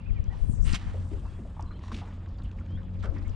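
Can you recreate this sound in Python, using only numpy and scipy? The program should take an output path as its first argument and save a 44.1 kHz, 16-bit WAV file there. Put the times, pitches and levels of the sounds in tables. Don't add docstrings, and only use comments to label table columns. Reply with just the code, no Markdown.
import sys
import numpy as np
from scipy import signal
from scipy.io import wavfile

SR = 44100
rng = np.random.default_rng(int(sys.argv[2]) if len(sys.argv) > 2 else 0)


def voltage_ratio(decibels):
    exponent = np.asarray(decibels, float) / 20
    return 10 ** exponent


def to_wav(sig):
    pcm = np.clip(np.atleast_2d(sig), -1, 1) * 32767
    pcm = np.round(pcm).astype(np.int16)
    wavfile.write(sys.argv[1], SR, pcm.T)


N = 147735


def in_time(rows):
    s, *columns = np.transpose(rows)
    return [np.interp(np.arange(N) / SR, s, c) for c in columns]


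def at_hz(points, hz):
    table_hz, values = np.array(points).T
    return np.interp(np.log(hz), np.log(table_hz), values)


def rms_one(x):
    return x / np.sqrt(np.mean(x ** 2) + 1e-20)


def drift(rate):
    r = np.exp(-80 * np.pi * rate / SR)
    slow = signal.lfilter([1], [1, -2 * r, r * r], rng.standard_normal(N // 40 + 2002))[2000:]
    return np.interp(np.arange(N) / 40, np.arange(len(slow)), rms_one(slow - slow.mean()))


def resonate(x, hz, width_hz):
    r = np.exp(-np.pi * width_hz / SR)
    top = np.array([1, 0, -1]) * (1 - r * r) / 2
    return signal.lfilter(top, [1, -2 * r * np.cos(2 * np.pi * hz / SR), r * r], x)


def filtered(x, order, hz, kind="low"):
    return signal.sosfilt(signal.butter(order, hz, kind, fs=SR, output="sos"), x)


def add(out, s, sound):
    i = max(int(s * SR), 0)
    out[i:i + len(sound)] += sound[:N - i]


def banded(spectrum, low_hz, count, patchy_db, tilt_db=0):
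    # (pitch [Hz], likeness [1 = same])
    likeness = [(30, 0.75), (400, 0.82), (1000, 0.096), (2500, 0.89), (8000, 0.083)]
    out, edges = 0, low_hz * 2 ** (np.arange(count + 1) / 2)
    white = rng.standard_normal((2, 2, N))
    for k, (low, high) in enumerate(zip(edges, edges[1:])):
        mid, side = filtered(white[k % 2], 2, [low, high], "band")
        hz = np.sqrt(low * high)
        alike = np.clip(at_hz(likeness, hz), -1, 1)
        gain = voltage_ratio(at_hz(spectrum, hz) + patchy_db * drift(29.0) + tilt_db * np.log2(hz / 1000))
        out = out + gain * (np.sqrt(1 + alike) * mid + np.sqrt(1 - alike) * side * [[1], [-1]])
    return rms_one(out)


def motor():
    # (time [s], level [dB])
    load = [
        (0, -40.5),
        (1.2, -40.5),
        (1.6, -45),
        (1.85, -42),
        (2.2, -42),
        (2.6, -37),
        (3.35, -37),
    ]
    # (multiple of the motor rate [1], level [dB])
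    orders = [(.5, -13.5), (1, -2), (2, -16), (2.5, -20.5), (6, -31)]
    motor_hz, wander, flutter_db = 90.03, 0.004, 3
    turns = np.cumsum(motor_hz * (1 + wander * drift(4.3))) / SR
    load_db, = in_time(load)
    tones = 0
    for k, db in orders:
        tone = np.sin(2 * np.pi * (k * turns + rng.random()))
        tones = tones + voltage_ratio(db + flutter_db * drift(4.5)) * tone
    return np.sqrt(2) * voltage_ratio(load_db) * tones * voltage_ratio([[.5], [-.5]])


def rumble():
    # (pitch [Hz], level [dB])
    rumble_colour = [(25, 0), (45, 0.5), (100, -5.5), (500, -37.5)]
    return voltage_ratio(-42.5) * banded(rumble_colour, 18.93, count=10, patchy_db=4.0)


def wash():
    # (time [s], level [dB])
    activity = [(0, -61), (.3, -58), (.6, -59.5), (.8, -54.5), (1.2, -56.5), (1.47, -56), (1.53, -59.5),
                (1.75, -57), (2.05, -53), (2.25, -57), (2.9, -57.5), (3.1, -56), (3.35, -54)]
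    # (pitch [Hz], level [dB])
    wash_colour = [(200, -1.5), (450, -15.5), (1000, -15.5), (2000, -27.5), (3300, -27.5), (4500, -33.5),
                   (9000, -51.5), (12000, -86.5)]
    gain_db, brightens = 3, 0.17
    db, = in_time(activity)
    tilt_db = brightens * (db - db.mean())
    return voltage_ratio(db + gain_db) * banded(wash_colour, 161.7, count=13, patchy_db=3.0, tilt_db=tilt_db)


def laps():
    # (time [s], peak
    # level [dB], pitch [Hz], length [s])
    knocks = [(0, -61.5, 2500, 0.99), (0.324, -51, 860, 0.039), (.94, -41, 452, 0.03),
              (1.115, -39, 319, 0.049), (1.25, -49.5, 905, 0.023), (1.387, -39, 221, 0.046),
              (1.449, -49.5, 604, 0.031), (1.565, -48, 870, 0.018), (1.593, -36, 850, 0.0097),
              (1.604, -51.5, 980, 0.08), (1.707, -48.5, 1280, 0.014), (1.916, -36.5, 1100, 0.0071),
              (1.92, -35, 194, 0.052), (2.013, -44.5, 794, 0.032), (2.393, -38, 107.3, 0.071),
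              (2.608, -50, 1210, 0.0078), (2.643, -49.5, 240, 0.03), (2.772, -54, 1570, 0.032),
              (3.04, -40, 513, 0.053), (3.034, -43.5, 1340, 0.039), (3.123, -42.5, 281, 0.092),
              (3.159, -52.5, 1000, 0.024), (3.162, -51.5, 1870, 0.032), (3.247, -55, 2030, 0.015)]
    sharpness = 2.6
    out, puffs = np.zeros(N), rng.standard_normal((40, 12000))
    for puff, (s, db, hz, length) in zip(puffs, knocks):
        t = np.arange(len(puff)) / SR
        width_hz = hz / sharpness
        ring = rms_one(resonate(resonate(puff, hz, width_hz), hz, 1.22 * width_hz))
        ring = ring / (0.58 + 0.47 * np.abs(signal.hilbert(ring)))
        strike = np.minimum(t / 0.002, 1) * (1 + 0.56 * np.exp(-t / 0.0049))
        fade = np.exp(-(0.79 * t / length) ** 2)
        add(out, s, voltage_ratio(db - 1.5) * ring * strike * fade)
    return out


def birds():
    # (time [s], length [s], level [dB], start pitch [Hz], end pitch [Hz])
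    chirps = [(0, .015, -59, 2700, 2700), (.052, .038, -56, 2300, 2680), (.08, .033, -56, 2680, 1700),
              (.156, .034, -55, 2450, 2100), (.15, .055, -62, 1950, 1720), (.11, .1, -68, 3150, 2950),
              (.265, .035, -67, 3180, 3300), (.298, .024, -56, 1780, 1960), (.315, .027, -54, 1960, 1760),
              (1.26, .03, -63, 2600, 2700), (1.27, .14, -69, 3300, 3350), (1.655, .13, -65, 4050, 4100),
              (1.735, .04, -61, 2950, 3200), (2.348, .025, -67, 3600, 3200), (2.685, .075, -61, 2950, 3230),
              (2.75, .022, -57, 3180, 3350), (2.768, .02, -63, 3500, 3650), (3.155, .04, -56, 2000, 1800),
              (3.245, .035, -60, 2150, 2200), (3.33, .02, -62, 2800, 2800)]
    far_s, blur_hz = .09, 45
    out, blur = np.zeros(N), drift(blur_hz)
    for s, length, db, start_hz, end_hz in chirps:
        u = np.linspace(0, 1, int(length * SR))
        bend = u ** 2 if end_hz < start_hz else 1 - (1 - u) ** 2
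        flutter = blur[int(s * SR):][:len(u)] if length > far_s else 1
        arch = np.sin(np.pi * u).clip(0) ** .35
        turns = np.cumsum(start_hz + (end_hz - start_hz) * bend) / SR
        add(out, s, voltage_ratio(db) * flutter * arch * np.sin(2 * np.pi * turns))
    return out


def wind():
    # (time [s], peak level [dB], width of the pressure dip [s])
    gusts = [(0.11, -11.5, 0.0036), (0.198, -15, 0.0037), (0.285, -15.5, 0.003), (0.422, -10.5, 0.0055),
             (0.498, -8, 0.002), (0.539, -16.5, 0.0022), (0.577, -21.5, 0.0045), (0.605, -9, 0.0069),
             (0.641, -28, 0.0079), (0.668, -7, 0.011), (0.693, -7.5, 0.0091), (0.735, -13.5, 0.0014),
             (0.869, -18.5, 0.003), (1.142, -20.5, 0.005), (1.63, -19.5, 0.0068), (2.47, -19.5, 0.0041),
             (2.753, -18.5, 0.01), (3.091, -16, 0.004), (3.269, -19.5, 0.0071)]
    # (pitch [Hz], level [dB])
    gust_colour = [(25, -9.5), (45, 0.5), (90, -9), (180, -20), (300, -41.5), (500, -43.5)]
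    breeze_db, stir_db, gust_s = -39, -19, 0.065
    leak_db, rebound_hz = -31.5, 10
    t = np.arange(N) / SR
    force, dips = voltage_ratio(breeze_db), 0
    for s, db, width in gusts:
        force = force + voltage_ratio(db + stir_db) * np.exp(-(2 * (t - s) / gust_s) ** 2)
        dips = dips - voltage_ratio(db) * np.exp(-((t - s) / width) ** 2)
    thumps = filtered(dips, 1, rebound_hz, "high")
    left, right = (banded(gust_colour, 19.5, count=10, patchy_db=-5.0)[0] for _ in range(2))
    return np.array([force * left + thumps, voltage_ratio(leak_db) * force * right])


def ticks():
    # (time [s], peak level [dB], pitch [Hz], length [s])
    snaps = [(.24, -50.5, 5500, 0.0022), (0.607, -54, 5000, 0.0028), (.727, -37, 7500, .002),
             (0.731, -26.5, 4900, .003), (1.608, -49, 5800, 0.002), (1.624, -46, 5500, 0.0027),
             (1.924, -48, 3000, 0.0026), (1.944, -34.5, 2800, 0.0039), (1.963, -48, 5500, 0.0054),
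             (1.965, -40, 2700, 0.0026), (2.087, -63, 6500, 0.0018), (2.258, -48.5, 1700, 0.0046),
             (2.26, -55, 4000, 0.0036), (2.287, -64.5, 6100, 0.0037), (2.381, -52, 4300, 0.016),
             (2.374, -64, 7000, 0.0039), (2.42, -49, 3400, .004), (2.431, -59.5, 7500, 0.012),
             (2.441, -53.5, 3000, 0.016), (2.452, -50.5, 2800, 0.014), (2.513, -48, 2800, 0.0024),
             (2.515, -58, 6000, 0.002), (2.583, -47, 2000, 0.01), (2.598, -60.5, 6500, 0.0027),
             (2.659, -64, 6000, 0.0025), (2.662, -51, 2300, .003), (2.707, -64, 6200, 0.0033),
             (2.83, -53, 3000, 0.0038), (3.006, -53, 3400, .004), (3.18, -53.5, 4800, 0.012),
             (3.225, -55.5, 4200, 0.0034), (3.237, -58, 4100, .006), (3.277, -54, 6900, 0.007),
             (3.293, -51.5, 5600, 0.0036)]
    sharpness = 4
    out, puffs, t = np.zeros(N), rng.standard_normal((50, 2000)), np.arange(2000) / SR
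    for puff, (s, db, hz, length) in zip(puffs, snaps):
        burst = puff * np.minimum(3 * t / length, 1) * np.exp(-(t / length) ** 2)
        snap = resonate(resonate(burst, hz, hz / sharpness), hz, 2 * hz / sharpness)
        add(out, s, voltage_ratio(db) * snap / np.abs(snap).max())
    return out


def rustles():
    # (time [s], length [s], level
    # [dB], colour [Hz], grain rate [1/s])
    moves = [(0.298, .16, -61.5, 2600, 11000), (0.365, 0.24, -66, 7000, 14000),
             (0.642, 0.14, -43.5, 2430, 6100), (0.724, 0.024, -37.5, 2400, 4900),
             (.74, 0.024, -31.5, 2800, 5100), (0.741, 0.88, -63, 9400, 14000),
             (0.775, 0.2, -53.5, 1560, 4200), (1.109, 0.046, -61, 2420, 3600),
             (1.817, 0.11, -58.5, 3400, 2900), (1.912, 0.073, -47.5, 2860, 3100),
             (1.97, .056, -53, 2330, 2600), (2.03, 0.13, -59, 1190, 3900),
             (2.986, 0.058, -65.5, 3250, 5800), (3.021, 0.047, -48.5, 1590, 4300),
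             (3.137, 0.039, -58.5, 2010, 4100)]
    spread_db, cut_hz = 3, 6930
    out, size = np.zeros(N), 66000
    draws, sizes = rng.random((20, size)), rng.exponential(1, (20, size))
    t, clumps = np.arange(size) / SR, voltage_ratio(1.4 * drift(70))
    for draw, big, (s, length, db, hz, rate) in zip(draws, sizes, moves):
        sign = np.sign(np.sin(1e6 * draw))
        grains = (draw < rate / SR) * voltage_ratio(spread_db * np.minimum(big, 4)) * sign
        hiss = (big - 1) * rate / 31000.0
        body = resonate(grains + hiss, hz, 0.62 * hz)
        body = body + 0.21 * (hz / 2500) ** 2 * resonate(grains, 12000.0, 9600.0)
        for k in (.58, .8, .87, 1.16, 1.62, 1.9):
            body = body + 0.31 * resonate(grains, min(hz * k, 12000), 220.0)
        swell = np.minimum(t / (0.21 * length), 1)
        fade = np.exp(-(t / length) ** 3) + 0.066 * np.exp(-t / 0.11)
        add(out, s, voltage_ratio(db) * rms_one(body) * swell * fade)
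    return filtered(out * clumps, 2, cut_hz)


def swish():
    # (time [s], pitch [Hz], level [dB])
    whip = [
        (.38, 10170, -81),
        (.47, 9800, -73),
        (.52, 8220, -64),
        (.56, 7020, -67.5),
        (.6, 6300, -72.5),
        (.64, 6960, -59),
        (.67, 8640, -57.5),
        (.72, 7900, -61),
        (.78, 8000, -73),
    ]
    width_hz, pan_db = 3030, 4
    t = np.arange(N)
    hz, db = in_time(whip)
    low = filtered(rng.standard_normal((2, 2, N)), 3, width_hz / 2)
    phase = 2 * np.pi * np.cumsum(hz) / SR
    band = rms_one(low[0] * np.cos(phase) + low[1] * np.sin(phase))
    moving = (t < whip[-1][0] * SR) * (t > whip[0][0] * SR)
    return voltage_ratio(db) * moving * (band + .5 * band[0]) * voltage_ratio([[pan_db / 2], [-pan_db / 2]])


def creak():
    # (time [s], peak level [dB])
    slips = [
        (1.792, -49.5),
        (1.811, -49),
        (1.822, -52),
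        (1.838, -40),
        (1.846, -45),
        (1.859, -45),
        (1.869, -47),
        (1.883, -40),
        (1.894, -49),
        (1.906, -47),
    ]
    # (pitch [Hz], level [dB], time to fade by 60 dB [s])
    modes = [(1050, 0, .016), (1800, -6, .012), (5700, -14, .008)]
    out, t, chance = np.zeros(N), np.arange(2000) / SR, rng.standard_normal((20, 3))
    for row, (s, db) in zip(chance, slips):
        for c, (hz, mode_db, t60) in zip(row, modes):
            tone = np.sin(2 * np.pi * hz * (1 + .04 * c) * t)
            add(out, s, voltage_ratio(db + mode_db + 2 * c - 60 * t / t60) * tone)
    return out


def ports(x):
    late = np.r_[0, x[:-1]]
    shadow = 0.65 * resonate(x, 2050, 2200)
    facing = 0.3 * resonate(late, 5500, 3500.0)
    left = late - shadow + facing
    treble = 0.24 * resonate(np.r_[np.zeros(9), x[:-9]], 8500., 5400.0)
    return np.array([left + treble, x - treble])


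def scene():
    near = ports(laps() + birds() + ticks() + rustles() + creak())
    return motor() + rumble() + wash() + wind() + near + swish()


def band_limit(x):
    return signal.sosfilt(signal.butter(12, 13740, fs=SR, output="sos"), x)


def record(dry):
    # (time [s], side gain [dB])
    width = [
        (0, 3),
        (.9, 1),
        (1.3, -4.5),
        (1.6, -18.5),
        (2.0, -27),
        (2.1, -71),
        (2.66, -47),
        (2.75, -8),
        (3.0, 1),
    ]
    dry = filtered(dry, 2, 18, "high")
    dry = voltage_ratio(-13.5) * dry + filtered(dry, 12, 10300)
    side_db, = in_time(width)
    mid = (dry[0] + dry[1]) / 2
    side = (dry[0] - dry[1]) / 2 * voltage_ratio(side_db)
    return band_limit(np.array([mid + side, mid - side]))


dry = scene()
out = record(dry)
to_wav(out)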